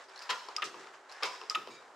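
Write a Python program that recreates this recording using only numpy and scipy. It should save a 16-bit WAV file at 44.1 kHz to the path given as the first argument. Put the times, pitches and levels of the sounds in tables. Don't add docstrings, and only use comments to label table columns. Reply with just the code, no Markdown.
import sys
import numpy as np
from scipy import signal
from scipy.fft import rfft, irfft, next_fast_len
from scipy.io import wavfile
from scipy.ndimage import map_coordinates

SR = 44100
rng = np.random.default_rng(int(sys.argv[2]) if len(sys.argv) > 2 else 0)


def boost(x):
    u = np.asarray(x, float) / 20
    return 10 ** u


def to_wav(sig):
    pcm = np.clip(np.atleast_2d(sig), -1, 1) * 32767
    pcm = np.round(pcm).astype(np.int16)
    wavfile.write(sys.argv[1], SR, pcm.T)


N = 85995

# [t/s, level/dB]
SLIDE_LEVEL = [(0, -51.5), (.04, -57.5), (.083, -60.5), (0.088, -54.5), (.22, -50), (.285, -52.5),
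               (.83, -54), (.87, -53), (.96, -57.5), (1.03, -61.5), (1.09, -59.5), (1.098, -51.5),
               (1.192, -54), (1.224, -48), (1.95, -61)]
# [f/Hz, level/dB per Hz]
SLIDE_COLOUR = [(150, -50), (300, -35), (480, -10), (1000, -2), (1750, -4), (2400, -11), (7480, -21.5),
                (15500, -58)]
# [f/Hz, level/dB per Hz]
AIR_COLOUR = [(25, -34.5), (200, -23), (370, -4.5), (850, -3), (1300, -5.5), (3000, -24.5), (7500, -27),
              (15500, -52)]
AIR_DB = -56.5
# [f/Hz, level/dB]
HUM_TONES = [(385, -69), (845, -69)]
# [t/s, level/dB]
HISSES = [
    (0.65, -42),
    (.64, -38.5),
    (1.501, -39),
    (1.25, -37),
    (0.037, -55),
    (.16, -54),
    (0.79, -52),
]
# [f/Hz, level/dB per Hz]
HISS_COLOUR = [(1500, -7), (3500, -1), (5500, 2), (8000, -7.5), (15500, -40)]
# [t/s, level/dB, f/Hz]
TICKS = [(0.0854, -53.5, 4800), (.0935, -55, 5360), (0.1597, -42.5, 4130), (.177, -41.5, 4250),
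         (.1915, -39, 4590), (.22, -42, 4920), (.236, -45, 4850), (1.0955, -46, 4100),
         (1.1153, -45.5, 4300), (1.1225, -41.5, 5240), (1.1645, -51, 5200), (0.4862, -44.5, 4340)]
# [f/Hz, width/Hz, level/dB]
PIVOT_MODES = [(2950, 200, -14), (5600, 400, -8), (7460, 400, -13), (8800, 400, -17), (10300, 500, -19)]
# [f/Hz, level/dB per Hz]
TICK_COLOUR = [(2500, -3.5), (4500, 0), (8000, -8), (15500, -35)]
PIVOT_WIDTH_HZ, PIVOT_DB = 280, 7
# [t/s, length/s, level/dB, from f/Hz, to f/Hz]
SEAL_STROKES = [
    (0.092, .17, -57, 1400, 1897),
    (1.058, 0.18, -53.5, 1401, 1940),
]
SEAL_WIDTH_HZ = 120
# [t/s, level/dB, f/Hz,
# width/Hz]
PINGS = [(.22, -42, 2480, 250), (.3035, -37, 7400, 300), (.487, -46, 5100, 140), (.6405, -38, 5370, 507),
         (.641, -42.5, 7400, 400), (.844, -43, 1940, 120), (.871, -43.5, 1330, 101),
         (1.233, -36.5, 5400, 200), (1.2325, -37, 3170, 200), (1.4137, -39.5, 2660, 120),
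         (1.4145, -45, 5370, 140), (1.5523, -40, 6720, 90), (1.6735, -44.5, 3150, 100),
         (1.673, -40, 480, 150), (0.6215, -33, 2600, 300), (1.5488, -29, 2580, 300)]
# [f/Hz, level/dB per Hz]
PING_COLOUR = [(1000, -19), (5000, -26), (15500, -63)]
# [t/s, level/dB, brightness/dB per octave]
KNOCKS = [
    (.224, -41, 6),
    (.485, -37, -5.5),
    (.7422, -42, -6.5),
    (.844, -59, -11),
    (.871, -57, -10),
    (.9253, -65, 14),
    (1.4137, -40, -3),
    (1.436, -41, -3.5),
    (1.6726, -42, -2),
    (1.684, -41, -5),
]
# [f/Hz, width/Hz, level/dB]
LINKAGE_MODES = [(440, 110, -5), (530, 130, -2), (973, 100, 2), (1300, 130, -3), (2620, 120, -6),
                 (3250, 120, -8), (5340, 200, -11)]
# [f/Hz, level/dB per Hz]
KNOCK_COLOUR = [(150, -21.5), (450, 2.5), (1200, -11.5), (4500, -0.5), (12000, -38)]
# [t/s, level/dB, brightness/dB per octave]
CLAMPS = [(.2925, -31.5, -3.5), (.2955, -27.5, -1), (.299, -24, -1), (.3025, -26.5, 2), (.305, -25, 0),
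          (.308, -25, 1.5), (.311, -38, -5.5), (.3175, -40.5, -14.5), (.323, -35.5, -6.5),
          (1.2248, -30.5, -4.5), (1.2285, -27.5, -4), (1.2322, -20.5, 2.5), (1.2345, -24.5, 1.5),
          (1.2375, -28, -6.5), (1.241, -28.5, -3.5), (1.247, -31, -2.5), (1.252, -31, -4.5)]
# [f/Hz, width/Hz, level/dB]
FIRST_GRIP_MODES = [(1028, 43, 3.5), (1402, 26, 9), (1670, 25, -4), (1993, 11, 3), (2720, 19, -16),
                    (3380, 46, -10), (4080, 100, -13), (4250, 54, -8), (5140, 48, -8.5), (6470, 50, -17),
                    (7500, 190, -15.5), (12700, 83, -33.5)]
# [f/Hz, width/Hz, level/dB]
SECOND_GRIP_MODES = [(534, 49, -6.5), (986, 19, 4), (1196, 140, -0.5), (1790, 74, -3), (2204, 63, -1.5),
                     (2720, 28, -2), (3170, 21, -16), (3900, 26, -14), (4840, 30, -9.5), (5240, 68, -7.5),
                     (6640, 79, -12.5), (12200, 140, -40)]
# [f/Hz, level/dB per Hz]
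CLAMP_COLOUR = [(120, -68), (200, -15), (974, 2.5), (2750, 5), (5300, 3.5), (5910, -6.5), (15500, -40.5)]
CLAMP_LOSS = .035
# [t/s, level/dB]
RINGS = [
    (.312, -39.5),
    (1.25, -41.5),
]
# [f/Hz, width/Hz, level/dB]
RING_MODES = [(989, 30, -1), (1195, 55, -11)]
# [t/s, level/dB, brightness/dB per octave]
SNAPS = [
    (.5643, -21.5, 0),
    (.5662, -30, 0),
    (.5715, -35, 0),
    (.584, -45, 2),
    (1.4983, -21, 0),
    (1.4998, -29, 0),
    (1.5045, -37, 0),
    (1.516, -43, 2),
]
CLIP_MODES = [(4950, 210, 5), (5600, 500, -8), (7730, 400, -9)]
# [f/Hz, level/dB per Hz]
SNAP_COLOUR = [(1200, -24), (2200, -5), (4300, 0), (6500, -10), (8300, -18), (9200, -40), (15500, -62)]
# [pan/dB, near echo/dB, far echo/dB]
SNAP_SENDS = (.1, -19, -19)
# [t/s, level/dB]
SHIVERS = [
    (.5765, -40.5),
    (.582, -35),
    (.596, -38.5),
    (.626, -29.5),
    (1.505, -36.5),
    (1.515, -38.5),
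    (1.554, -26.5),
]
# [t/s, level/dB, brightness/dB per octave]
CLACKS = [
    (.6212, -25, -2),
    (.625, -25.5, 4),
    (.6285, -29.5, -5),
    (.633, -29.5, -7.5),
    (.6495, -45, 1),
    (1.5486, -26, -5),
    (1.5523, -25, 5),
    (1.5565, -36.5, -3),
    (1.577, -52, -3),
]
# [f/Hz, width/Hz, level/dB]
PAD_MODES = [(1258, 50, 1), (1615, 110, -2), (1830, 130, 0), (2140, 160, 0), (2680, 300, 4),
             (3800, 500, -5), (4700, 600, -9)]
# [f/Hz, level/dB per Hz]
CLACK_COLOUR = [(200, -24), (1150, -8), (2600, -3), (5000, -13), (8000, -36), (15500, -72)]
# [t/s, level/dB]
THUMPS = [
    (.63, -49.5),
    (.7422, -52.5),
    (.93, -63.5),
    (1.235, -56.5),
    (1.555, -47),
    (1.675, -48.5),
]
# [f/Hz, width/Hz, level/dB]
FRAME_MODES = [(134, 35, -6), (165, 40, -2), (380, 90, 0)]
# [f/Hz, level/dB per Hz]
THUMP_COLOUR = [(120, 2.5), (600, -35.5)]
# [t/s, level/dB]
SQUEALS = [
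    (1.7, -48.5),
    (1.735, -51.5),
]
# [f/Hz, width/Hz, level/dB]
DISC_MODES = [(2340, 18, 2), (3780, 15, 0.5), (4700, 73, -14.5), (5000, 55, -9), (6620, 49, -7),
              (8800, 35, -22)]
# [f/Hz, fade/s]
BENCH_FADE = [(300, 0.36), (8000, 0.081)]
# [f/Hz, fade/s]
SHOP_FADE = [(200, 1), (1500, 0.38), (5000, 0.81), (12000, 0.67)]
# [f/Hz, likeness from 0 to 1]
ALIKE = [(60, 1), (240, 0.99), (950, 0.9), (3770, 0.7), (15000, 0.62)]
# [f/Hz, level/dB]
LEFTWARD = [(60, -1), (380, 0.5), (2380, -0.5), (15000, -0.5)]
# [f/Hz, level/dB]
MIC = [(30, -27.5), (400, 5), (15000, 1)]
TOP_HZ = 15750


def unit(x):
    return x / np.sqrt(np.mean(x ** 2) + 1e-20)


def along(points, hz):
    f, v = np.transpose(points)
    return np.interp(np.log(hz + 1), np.log(f + 1), v)


def causal(gain):
    c = irfft(np.log(gain + 1e-6))
    c[1:len(c) // 2] *= 2
    c[len(c) // 2 + 1:] = 0
    return np.exp(rfft(c))


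def wobble(rate):
    knots = rng.standard_normal(int(N * rate / SR) + 4)
    return map_coordinates(knots, [np.arange(N) * rate / SR])


def contacts(rows, peaks, colour, contact_s, edge_db, damping, rough, side_db):
    size = 8192
    f, t = np.fft.rfftfreq(size, 1 / SR), np.arange(size) / SR
    out = np.zeros((2, N + size))
    broad = causal(boost(along([(colour[0][0] / 4, -80)] + list(colour), f) + edge_db))
    below = 1 + (0.5 * peaks[0][0] / (f + 1)) ** 2
    above = 1 + (f / (1.43 * peaks[-1][0])) ** 2
    skirt = causal(1 / below / above)
    for s, db, *slope in rows:
        chance = rng.standard_normal((len(peaks), 2, 1)) * [[1.5], [5]]
        modes = 0
        for k, (hz, width_hz, mode_db) in enumerate(peaks):
            loss = 1j * f * width_hz * damping
            modes = modes + (-1) ** k * boost(mode_db + chance[k]) * loss / (hz * hz - f * f + loss)
        fade_in = np.tanh(30 * t / contact_s)
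        scrape = rng.standard_normal((2, size)) * boost(-60 * t / contact_s) * fade_in
        z = rfft(scrape)
        scrape = irfft(z / np.abs(z) ** .85) * boost(-20 * t / contact_s)
        scrape *= rough / np.linalg.norm(scrape, axis=1, keepdims=True)
        scrape[0, 0] += 1 - np.clip(rough, 0, 1)
        slopes = np.array([[sum(slope)], [sum(slope) + 2.5]])
        tilt = slopes * np.log2(f / 2000 + .3)
        hit = irfft(rfft(scrape) * (modes * skirt + broad) * [causal(boost(v)) for v in tilt])
        start = round(s * SR)
        out[:, start:start + size] += boost([[db], [db + side_db]]) * hit / np.abs(hit[0]).max()
    return out[:, :N]


def spread(pair, spectrum):
    m = next_fast_len(N + 8192)
    hz = np.fft.rfftfreq(m, 1 / SR)
    turn = np.arccos(np.clip(along(ALIKE, hz), -1, 1)) / 2
    mid, side = rfft(pair, m) * boost(along(spectrum, hz)) * [np.cos(turn), np.sin(turn)]
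    lean = boost(along(LEFTWARD, hz) / 2)
    return irfft(np.array([(mid + side) * lean, (mid - side) / lean]), m)[:, :N]


def slide():
    s, level_db = np.transpose(SLIDE_LEVEL)
    grain_db = 1.26 * wobble(350) + 1.55 * wobble(42.72)
    grit = rng.standard_normal((2, N)) * boost(grain_db)
    return unit(spread(grit, SLIDE_COLOUR)) * boost(np.interp(np.arange(N) / SR, s, level_db))


def air():
    level = boost(AIR_DB - 3.5 + 2.0 * wobble(7.0))
    return level * unit(spread(rng.standard_normal((2, N)), AIR_COLOUR))


def hum():
    t = np.arange(N) / SR
    return sum(boost(db + 2.9 * wobble(12.1)) * np.sin(2 * np.pi * hz * t + wobble(15)) for hz, db in HUM_TONES)


def hiss():
    return contacts(HISSES, [(5000, 2000, -20)], HISS_COLOUR, .14,
                    edge_db=0, damping=1, rough=1, side_db=-8)


def tick():
    out = 0
    for s, db, hz in TICKS:
        modes = sorted(PIVOT_MODES + [(hz, PIVOT_WIDTH_HZ, PIVOT_DB)])
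        out = out + contacts([(s, db)], modes, TICK_COLOUR, .013,
                             edge_db=-11.5, damping=1, rough=.65, side_db=-20)
    return out


def seal():
    t, out = np.arange(N) / SR, np.zeros(N)
    for s, length_s, db, from_hz, to_hz in SEAL_STROKES:
        u = np.clip((t - s) / length_s, 0, 1)
        turns = np.cumsum(from_hz + (to_hz - from_hz) * u) / SR
        swell = boost(db) * np.sin(np.pi * u) ** .5
        out += swell * wobble(SEAL_WIDTH_HZ) * np.sin(2 * np.pi * turns)
    return out


def ping():
    return sum(contacts([(s, db)], [(hz, width_hz, 0)], PING_COLOUR, .008,
                        edge_db=0, damping=1, rough=.85, side_db=-14)
               for s, db, hz, width_hz in PINGS)


def knock():
    return contacts(KNOCKS, LINKAGE_MODES, KNOCK_COLOUR, .016,
                    edge_db=-10, damping=1.3, rough=.8, side_db=-14)


def clamp():
    first = [c for c in CLAMPS if c[0] < 1]
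    second = [c for c in CLAMPS if c[0] > 1]
    out = 0
    for rows, modes in [(first, FIRST_GRIP_MODES), (second, SECOND_GRIP_MODES)]:
        damped = [(hz, width_hz + CLAMP_LOSS * max(hz - 1200, 0), db) for hz, width_hz, db in modes]
        out = out + contacts(rows, damped, CLAMP_COLOUR, .018,
                             edge_db=-10, damping=1.3, rough=.95, side_db=-13)
    return out


def ring():
    return contacts(RINGS, RING_MODES, CLACK_COLOUR, .3, edge_db=-30, damping=1, rough=1, side_db=-14)


def snap():
    return contacts(SNAPS, CLIP_MODES, SNAP_COLOUR, .005, edge_db=-13, damping=1, rough=.45, side_db=-11)


def shiver():
    return contacts(SHIVERS, PAD_MODES[:1], CLACK_COLOUR, .03,
                    edge_db=-24, damping=1.5, rough=.97, side_db=-18)


def clack():
    return contacts(CLACKS, PAD_MODES, CLACK_COLOUR, .007,
                    edge_db=-9, damping=1.2, rough=.75, side_db=-12)


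def thump():
    return contacts(THUMPS, FRAME_MODES, THUMP_COLOUR, .25,
                    edge_db=-12, damping=1.1, rough=.97, side_db=-20)


def squeal():
    return contacts(SQUEALS, DISC_MODES, HISS_COLOUR, .3,
                    edge_db=-22, damping=1.8, rough=1, side_db=-12)


def echo(x, fade):
    out, step = np.zeros((2, N + 2 * SR)), SR // 6
    for i in range(0, N, step):
        hz, t, z = signal.stft(rng.standard_normal((2, SR)), SR, nperseg=128)
        faded = z * boost(-60 * t / along(fade, hz)[:, None])
        tail = signal.istft(faded, SR, nperseg=128)[1][:, :SR]
        wet = signal.fftconvolve(x[None, i:i + step], tail / np.linalg.norm(tail[0]), axes=1)
        out[:, i + 130:i + 130 + wet.shape[1]] += wet
    return spread(out[:, :N], [(3000, 0.27), (14000, 5.8)])


def scene():
    parts = [(tick() + hiss(), .1, -9, -9),
             (ping() + squeal(), .3, -18, -20),
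             (knock() + thump(), .6, -6, -7),
             (clamp() + ring(), .8, -6, -7),
             (snap(), *SNAP_SENDS),
             (clack() + shiver(), .6, -11, -11)]
    direct = sum(np.array([mid + side, mid - side]) * boost([[pan_db], [-pan_db]])
                 for (mid, side), pan_db, _, _ in parts)
    near = echo(sum(x[0] * boost(near_db) for x, _, near_db, _ in parts), BENCH_FADE)
    far = echo(sum(x[0] * boost(far_db) for x, _, _, far_db in parts), SHOP_FADE)
    m = next_fast_len(N + 8192) // 2 * 2
    mic = causal(boost(along(MIC, np.fft.rfftfreq(m, 1 / SR))))
    heard = irfft(rfft(direct + near + far, m) * mic, m)[:, :N]
    return heard + slide() + air() + seal() + hum()


def top_cut(x):
    return signal.sosfilt(signal.butter(12, 15700, fs=SR, output="sos"), x)


def record(dry):
    z = rfft(dry) * (np.fft.rfftfreq(N, 1 / SR) < TOP_HZ)
    mix = irfft(z, N)
    return top_cut(mix)


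dry = scene()
out = record(dry)
to_wav(out)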